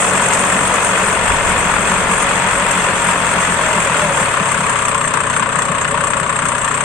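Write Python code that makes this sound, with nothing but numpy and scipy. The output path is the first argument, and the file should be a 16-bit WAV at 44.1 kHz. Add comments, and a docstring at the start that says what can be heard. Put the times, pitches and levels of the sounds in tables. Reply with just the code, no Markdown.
"""A single-cylinder walk-behind tiller works close by in an open field: filtered noise and struck modes
follow one crankshaft as block knocks, cover jingle and exhaust, over a hum of summed cosines and uneven chuffs.
A sharp metallic clank comes early; near 1.3 s a gust of low noise swells over the breeze, then dies slowly.
Around 4 s the engine slows and the muffler whines in two falling glides of wavering tone.
It then idles with knocks apart, a faint held note, and harder knocks, most cover ticks falling on or near them."""
import sys
import numpy as np
from scipy import signal
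from scipy.fft import rfft, irfft, next_fast_len
from scipy.io import wavfile
from scipy.ndimage import uniform_filter1d, minimum_filter1d

SR = 44100
rng = np.random.default_rng(int(sys.argv[2]) if len(sys.argv) > 2 else 0)


def digitize_waveform(pressure):
    """Quantize a signal to 16-bit integers and store it at the path in sys.argv[1].

    Rows of a 2-D input are taken as channels; values are limited to [-1, 1].
    """
    field = np.atleast_2d(pressure).T
    bounded = np.clip(field, -1, 1)
    quanta = np.round(bounded * 32767).astype(np.int16)
    wavfile.write(sys.argv[1], SR, quanta)


N = 301640
TIME = np.arange(N) / SR
SIZE = next_fast_len(N, real=True)
BINS = np.fft.rfftfreq(SIZE, 1 / SR)

# engine speed: time_s, firings_hz
FIRING = [(0.0, 46.47), (0.37, 46.03), (1.27, 46.54), (1.69, 44.77), (2.12, 45.74), (3.24, 44.36),
          (3.92, 41.63), (4.32, 34.91), (4.99, 31.06), (5.43, 31.3), (5.74, 30.89), (6.21, 31.39),
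          (6.84, 31.12)]
FAST_HZ, IDLE_HZ = 36.5, 31  # at or above: working; at or below: idling


def crank():
    """Engine cycles since the start, one firing each, and how far the engine has sunk to idle (0-1)."""
    rate_hz, = curves(FIRING)
    cycles = np.cumsum(rate_hz) / SR
    idle = np.clip((FAST_HZ - rate_hz) / (FAST_HZ - IDLE_HZ), 0, 1)
    return cycles, idle


# block colour, relative: freq_hz, work_left_db, work_right_db, idle_left_db, idle_right_db
BLOCK = [(840, -6, -11, -11.5, -19), (930, -2, -6, -3.5, -11.5), (1130, -2.5, -7.5, 0, -9),
         (1280, -4.5, -10.5, -7, -13), (1520, -4, -12, -6, -17), (1680, -5.5, -12.5, -7.5, -19.5),
         (2000, -7, -13, -11, -21), (2450, -10, -14, -14, -22), (2900, -15, -18, -18, -25),
         (3400, -19, -21, -22, -26), (4000, -30, -29, -33, -35), (4500, -28, -28, -33, -33),
         (5000, -29, -26, -33, -31)]


def block(cycles, idle):
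    """Slap, combustion knock and rebound ring the block over valve-gear clatter; at idle knocks stand apart."""
    slaps = blows(cycles, peak=-0.08, rise=0.03, decay=0.08, uneven_db=1.5, between=0)
    knocks = blows(cycles, peak=0.11 + 0.05 * idle, rise=0.06, decay=0.27, uneven_db=0.9,
                   between=0.6 - 0.32 * idle)
    rebounds = blows(cycles, peak=0.29 + 0.04 * idle, rise=0.03, decay=0.09, uneven_db=1.5, between=0)
    force = np.sqrt(knocks ** 2 + (0.55 * rebounds) ** 2 + (0.35 * slaps) ** 2)
    # powers of force: ringing follows the blows sharply, clatter and grit more evenly
    ringing = rattle(force ** 1.4, low_hz=950, high_hz=1480, ring_s=0.003, hits_per_s=585, count=8)
    clatter = rattle(force ** 0.72, low_hz=1600, high_hz=4300, ring_s=0.004, hits_per_s=60, count=22)
    grit = force ** 0.68 * rng.standard_normal((2, N)) * amp(1.2 * wander(800))
    drive = grit + amp(3) * ringing + amp(3) * clatter
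    return radiate(drive * amp(0.7 * wander(12)), BLOCK, idle, skirt_db=47)


# cover colour, relative: freq_hz, work_left_db, work_right_db, idle_left_db, idle_right_db
COVERS = [(5200, -22, -20, -25, -24), (5800, -22, -14, -25, -23), (6400, -21, -13, -18, -15),
          (6950, -21.5, -14.5, -28.5, -20.5), (7500, -13, -8, -14, -8), (7950, -10.5, -9.5, -11.5, -9.5),
          (8400, -7.5, -11.5, -6.5, -10.5), (9000, -13.5, -18.5, -18.5, -25.5), (9500, -19, -23, -22, -31),
          (10400, -27, -28, -32, -36), (13000, -31, -32, -39, -42), (15300, -37, -37, -50, -50)]


def covers(cycles, idle):
    """Each knock makes thin covers and cooling fins tick, then jingle."""
    ticks = blows(cycles, peak=0.09 + 0.04 * idle, rise=0.012, decay=0.05, uneven_db=3, between=0)
    shakes = blows(cycles, peak=0.09 + 0.05 * idle, rise=0.045, decay=0.36, uneven_db=1.8,
                   between=0.95 - 0.68 * idle)
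    jingle = rattle(shakes, low_hz=6200, high_hz=9200, ring_s=0.004, hits_per_s=30, count=22)
    hiss = np.hypot(0.45 * shakes, 0.42 * ticks) * rng.standard_normal((2, N))
    return radiate((hiss + jingle) * amp(1.2 * wander(12)), COVERS, idle, skirt_db=108)


# exhaust colour, relative: freq_hz, work_left_db, work_right_db, idle_left_db, idle_right_db
EXHAUST = [(96, -17.5, -8.5, -17, -17), (166, -10, -11.5, -4.5, -17.5), (237, -9, -10, -4, -6.5),
           (342, -13.5, -14, -16, -16.5), (442, -6, -7.5, -2, -11), (513, -5.5, -8.5, -10.5, -8),
           (563, -7.5, -5, -1.5, -6), (693, -2.5, -12, -4.5, -14), (744, -9.5, -5.5, -15, -8)]


def exhaust(cycles, idle):
    """Gas rushes steadily through the muffler, swelling slightly about four tenths of a cycle after each knock."""
    puffs = blows(cycles, peak=0.53, rise=0.12, decay=0.19, uneven_db=1.5, between=2.6)
    return radiate(puffs * rng.standard_normal((2, N)), EXHAUST, idle, skirt_db=39.5)


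# exhaust hum: order (multiple of firing rate), work_db, idle_db
ORDERS = [(1, -42, -54), (2, -40, -44), (3, -36, -39.5), (4, -33.5, -36.5), (5, -47, -35), (6, -45, -45)]
EXHAUST_OPENS_CYCLES = 0.72  # share of the cycle at which the pulse leaves


def hum(cycles, idle):
    """Lowest orders of the exhaust pulses, smeared by the muffler, a little out of step at the two ports."""
    turn = cycles - EXHAUST_OPENS_CYCLES + 0.003 * wander(8)
    tone = 0
    for order, work_db, idle_db in ORDERS:
        level = amp(work_db + idle * (idle_db - work_db) + wander(9))
        skew = np.array([[1], [-1]]) * 0.06 / np.sqrt(order)
        smear = 0.14 * (order - 4) * (order - 5)
        tone = tone + level * np.cos(2 * np.pi * (order * turn + skew - smear))
    return np.sqrt(2) * tone * amp([[0.5], [-0.5]])


# uneven exhaust chuffs: near_s (peak falls at the nearest exhaust opening), relative_db, firings (in a row)
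CHUFFS = [(0.142, -25, 1), (0.275, -23, 1), (0.405, -20, 1), (0.535, -18, 2), (0.644, -21, 2),
          (0.776, -24, 1), (0.926, -18, 1), (1.014, -21, 2), (1.119, -28, 1), (1.25, -20, 1),
          (1.504, -19, 1), (1.641, -17, 2), (1.796, -16, 1), (1.909, -16, 2), (1.995, -20, 1),
          (2.106, -16, 2), (2.238, -21, 1), (2.369, -22, 1), (2.456, -20, 1), (2.633, -15.5, 1),
          (2.766, -17, 2), (2.901, -20, 1), (3.079, -18.5, 2), (3.214, -22.5, 2), (3.374, -17, 2),
          (3.511, -15, 1), (3.769, -15, 2), (3.915, -19, 1), (4.035, -15, 3), (4.217, -14, 1),
          (4.417, -12, 1), (4.594, -15, 2), (4.967, -24, 1), (5.418, -27, 1), (5.575, -17, 1),
          (5.706, -13.5, 1), (5.899, -17, 1), (5.996, -18, 1), (6.218, -18, 1), (6.441, -17, 1)]
CHUFF_HALF_WIDTH_S, CHUFF_SAG_HZ_PER_S = 0.0105, 1900
CHUFF_WORK_HZ, CHUFF_IDLE_HZ = 193, 168  # pitch at the peak


def chuffs(cycles, idle, offset_db=-5):
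    """Some firings gulp more gas and boom in the muffler as the valve opens, sinking in pitch, lower at idle."""
    out = np.zeros(N)
    offsets = np.arange(-SR // 40, SR // 40)
    age_s = offsets / SR
    envelope = np.exp(-(age_s / CHUFF_HALF_WIDTH_S) ** 2)
    for near_s, relative_db, firings in CHUFFS:
        at = round(near_s * SR)
        peak_hz = CHUFF_WORK_HZ + idle[at] * (CHUFF_IDLE_HZ - CHUFF_WORK_HZ)
        turns = (peak_hz - CHUFF_SAG_HZ_PER_S * age_s / 2) * age_s
        boom = amp(relative_db + offset_db) * envelope * np.cos(2 * np.pi * turns)
        first = np.round(cycles[at] - EXHAUST_OPENS_CYCLES) + EXHAUST_OPENS_CYCLES  # nearest opening
        for k in range(round(firings)):
            out[np.searchsorted(cycles, first + k) + offsets] += boom
    return out * amp([[0.7], [-0.7]])


# muffler whines, two falling glides and a held note; one path each of: time_s, pitch_hz, relative_db
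WHINES = [
    [(3.55, 668, -48), (3.61, 650, -27), (3.72, 615, -30), (3.82, 590, -26.5), (3.88, 550, -25),
     (3.95, 530, -48)],
    [(3.9, 600, -48), (3.96, 608, -27), (4.02, 612, -25), (4.07, 568, -22), (4.13, 550, -27),
     (4.2, 540, -24.5), (4.28, 560, -30), (4.4, 555, -48)],
    [(4.4, 550, -42), (4.55, 560, -35), (5.2, 563, -44), (5.4, 567, -32), (6.2, 565, -32), (6.45, 563, -42),
     (6.84, 563, -44)],
]


def whine(cycles, path):
    """A rough, wavering tone near the muffler's resonance, throbbing once a cycle."""
    pitch_hz, relative_db = curves(path)
    inside = 1.0 * (TIME > path[0][0]) * (TIME < path[-1][0])
    sounding = uniform_filter1d(inside, SR // 100)
    throb = 1 + 0.6 * np.cos(2 * np.pi * (cycles - EXHAUST_OPENS_CYCLES))
    tone = np.cos(2 * np.pi * np.cumsum(pitch_hz + 5 * wander(40)) / SR) * throb
    return unit(tone) * sounding * amp(relative_db - 1 + 2.5 * wander(22)) * amp([[1], [-1]])


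# sharp metallic ticks and clanks from the covers, at idle mostly on or near harder knocks: start_s, relative_db
CLANKS = [(0.3336, -7), (2.7117, -11.5), (4.882, -14), (4.9447, -17), (5.009, -21), (5.137, -12),
          (5.331, -26), (5.619, -20), (5.651, -19), (6.038, -16.5), (6.069, -21), (6.103, -25),
          (6.1345, -23), (6.581, -19), (6.677, -26), (6.7417, -21)]


def cover_clanks():
    """Sharp blows ring the covers; each is a burst of decaying noise in their idle colour."""
    return strikes(CLANKS, COVERS, decay_s=0.011, offset_db=-6)


# firings that knock harder at idle: start_s, relative_db
KNOCKS = [(4.882, -8), (4.914, -16), (5.011, -22), (5.364, -7), (5.423, -4), (5.556, -17), (5.846, -4),
          (6.037, -15), (6.134, -4.5), (6.198, -19), (6.742, -18)]


def hard_knocks():
    """Some idle firings hit the block harder; each adds decaying noise in its colour."""
    return strikes(KNOCKS, BLOCK, decay_s=0.008, offset_db=-7.5)


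# wind spectrum, relative: freq_hz, level_db
WIND = [(15, 11), (30, 12.5), (55, 11), (90, 9.5), (140, -1)]
BREEZE_DB, GUST_DB = -41.5, -28
GUST_PEAK_S, GUST_RISE_S, GUST_FALL_S = 1.27, 0.14, 1


def wind():
    """Turbulent rumble at the microphone ports, swelling with the gust."""
    rumble = colour(spread(rng.standard_normal((2, N))), spectra(WIND, skirt_db=10.5))
    age_s = TIME - GUST_PEAK_S
    gust = np.exp(-abs(age_s) / np.where(age_s < 0, GUST_RISE_S, GUST_FALL_S))
    level = np.hypot(amp(BREEZE_DB), amp(GUST_DB) * gust)
    return unit(rumble) * level * amp([[-1], [1]])


def blows(cycles, peak, rise, decay, uneven_db, between):
    """One burst a cycle of random strength, quick rise, slow decay, over steady clatter; times in cycles."""
    turn = cycles - peak + 1 + 0.01 * wander(21)
    number = np.floor(turn + 2 * rise).astype(int)
    age = turn - number
    shape = np.exp(-np.where(age < 0, (age / rise) ** 2, age / decay))
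    strength = amp(uneven_db * np.clip(rng.standard_normal(400), -2, 2))
    return np.hypot(between, strength[number] * shape)


def rattle(force, low_hz, high_hz, ring_s, hits_per_s, count):
    """Separate hits, each ringing one of many close modes; as dense per Hz as white noise."""
    out = np.zeros((2, N))
    age_s = np.arange(1024) / SR
    for channel in out:
        for centre_hz in np.linspace(low_hz, high_hz, count):
            at = rng.integers(0, N, int(hits_per_s * N / SR))
            hits = np.bincount(at, force[at], N)
            mode_hz = centre_hz + 25 * rng.standard_normal()
            mode = np.sin(2 * np.pi * mode_hz * age_s) * np.exp(-age_s / ring_s)
            channel += signal.oaconvolve(hits, np.diff(mode))[:N]
    return out / out.std() * np.sqrt(np.mean(force ** 2) * (high_hz - low_hz) / (SR / 2))


def strikes(rows, part, decay_s, offset_db):
    """Single hard blows on a part, each chattering for a few milliseconds."""
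    hits = np.zeros(N)
    for start_s, relative_db in rows:
        hits[round(start_s * SR)] = amp(relative_db + offset_db)
    chatter = signal.lfilter([1], [1, -np.exp(-1 / (decay_s * SR))], hits)
    idle_db = spectra(part, skirt_db=32)[2:]
    noise = rng.standard_normal((2, N))
    return colour(noise * chatter, idle_db) / colour(noise, idle_db).mean(0).std()


# resonances of muffler, block, fins and covers, and hollows between: freq_hz, width_hz, work_lift_db, idle_lift_db
RINGS = [(561, 26, 4.5, 3), (938, 45, 2, 2), (1790, 100, 2, 2), (2320, 130, -2, -3), (2580, 130, 2, 2),
         (3030, 110, -3, 0), (3230, 90, 0, -4), (3340, 120, 3, 0), (3765, 110, 1, 3), (4050, 80, -4, -4),
         (4230, 100, 3, 4), (4760, 80, 4, 1), (5007, 80, 5, 2), (6550, 250, 2, 2), (7080, 180, -2, -5),
         (7330, 110, 1, 4), (7563, 80, 3, 5), (7980, 160, -1, -4), (8230, 110, 2, 4), (8380, 110, 3, 3),
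         (8660, 130, 3, 4), (8890, 130, -4, -9), (9080, 120, 5, 7)]


def radiate(drive, table, idle, skirt_db):
    """Drives a part's resonances, fading from work to idle colour; level held near 1 over a third of a second."""
    rings_db = 0
    for freq_hz, width_hz, *lifts_db in RINGS:
        bell = 1 / (1 + (2 * (BINS - freq_hz) / width_hz) ** 2)
        rings_db = rings_db + np.outer(lifts_db, bell)
    gains_db = spectra(table, skirt_db) + rings_db.repeat(2, axis=0)  # left and right share the rings
    pair = spread(drive)
    working, idling = np.split(colour(np.vstack([pair, pair]), gains_db), 2)
    sound = (1 - idle) * unit(working) + idle * unit(idling)
    return sound / np.sqrt(uniform_filter1d(sound.mean(0) ** 2, SR // 3) + 1e-12)


# stereo likeness: freq_hz, likeness (1 = same in both channels)
LIKENESS = [(30, 0.3), (90, 0.85), (250, 0.87), (600, 0.95), (1100, 0.8), (2000, 0.3), (4000, 0),
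            (12000, 0)]


def spread(pair):
    """Makes two unrelated signals alike in the bass, as two close ports hear them."""
    same = np.clip(spectra(LIKENESS, skirt_db=0.5)[0], -1, 1)
    left, right = rfft(pair, SIZE)
    return irfft(np.array([left, same * left + np.sqrt(1 - same ** 2) * right]), SIZE)[:, :N]


def colour(x, db):
    """Filters each channel by its gain; all share one causal phase, so resonances ring after a blow."""
    log_gain = np.log(amp(np.maximum(db, -90)))
    fold = np.sign(SIZE / 2 - np.arange(SIZE))
    phase = rfft(irfft(log_gain.mean(0), SIZE) * fold).imag
    return irfft(rfft(x, SIZE) * np.exp(log_gain + 1j * phase), SIZE)[:, :N]


def spectra(table, skirt_db):
    """Table columns per bin, interpolated over octaves, falling by skirt_db an octave past the ends."""
    hz, *columns = np.transpose(table)
    octave, points = np.log2(BINS + 1), np.log2(hz)
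    outside = abs(octave - np.clip(octave, points[0], points[-1]))
    return np.array([np.interp(octave, points, c) - skirt_db * outside for c in columns])


def curves(table):
    """Each column of a time table, sample by sample."""
    s, *columns = np.transpose(table)
    return [np.interp(TIME, s, c) for c in columns]


def wander(hz):
    """Random motion of rms 1, slower than about hz."""
    return unit(irfft(rfft(rng.standard_normal(SIZE)) * np.exp(-(BINS / hz) ** 2), SIZE)[:N])


def unit(x):
    """Scales a sound so that the mean of its channels has rms 1."""
    return x / np.sqrt(np.mean(np.atleast_2d(x).mean(0) ** 2) + 1e-20)


def amp(db):
    """Decibels to gain."""
    return 10 ** (np.asarray(db) / 20)


# level change as the microphone moves round the machine: time_s, exhaust_db, block_db, covers_db
VIEWPOINT = [(0.0, 1, 0.3, 6), (1.3, 0, 0.5, 2.5), (3.8, -1.6, 0.23, 2.5), (5.9, -0.2, -1.75, -1.5),
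             (6.84, -2, -2, 1.2)]
WORK_DB, IDLE_DB = (-22.5, -17.45, -27.5), (-26, -17.45, -26)  # exhaust, block, covers, before VIEWPOINT


def part_gains(idle):
    """Gains of exhaust, block and covers from engine speed and microphone position."""
    return amp(np.outer(WORK_DB, 1 - idle) + np.outer(IDLE_DB, idle) + curves(VIEWPOINT))


def scene():
    """Engine parts follow one crankshaft, with wind beneath; the open field returns no echo."""
    cycles, idle = crank()
    exhaust_gain, block_gain, covers_gain = part_gains(idle)
    metal = block_gain * block(cycles, idle) + covers_gain * covers(cycles, idle)
    gas = exhaust_gain * exhaust(cycles, idle) + hum(cycles, idle) + chuffs(cycles, idle)
    whines = sum(whine(cycles, path) for path in WHINES)
    return metal + gas + whines + cover_clanks() + hard_knocks() + wind()


EDGE_HZ = 15750


def record(dry):
    """A fast limiter holds peaks to full scale, then a low-pass sets the band limit."""
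    needed = 1 / np.maximum(abs(dry).max(0), 1)
    gain = uniform_filter1d(minimum_filter1d(needed, size=65), size=65)
    lowpass = signal.firwin(511, EDGE_HZ, window=("kaiser", 9), fs=SR)
    return signal.oaconvolve(dry * gain, lowpass[None], "same")


dry = scene()
out = record(dry)
digitize_waveform(out)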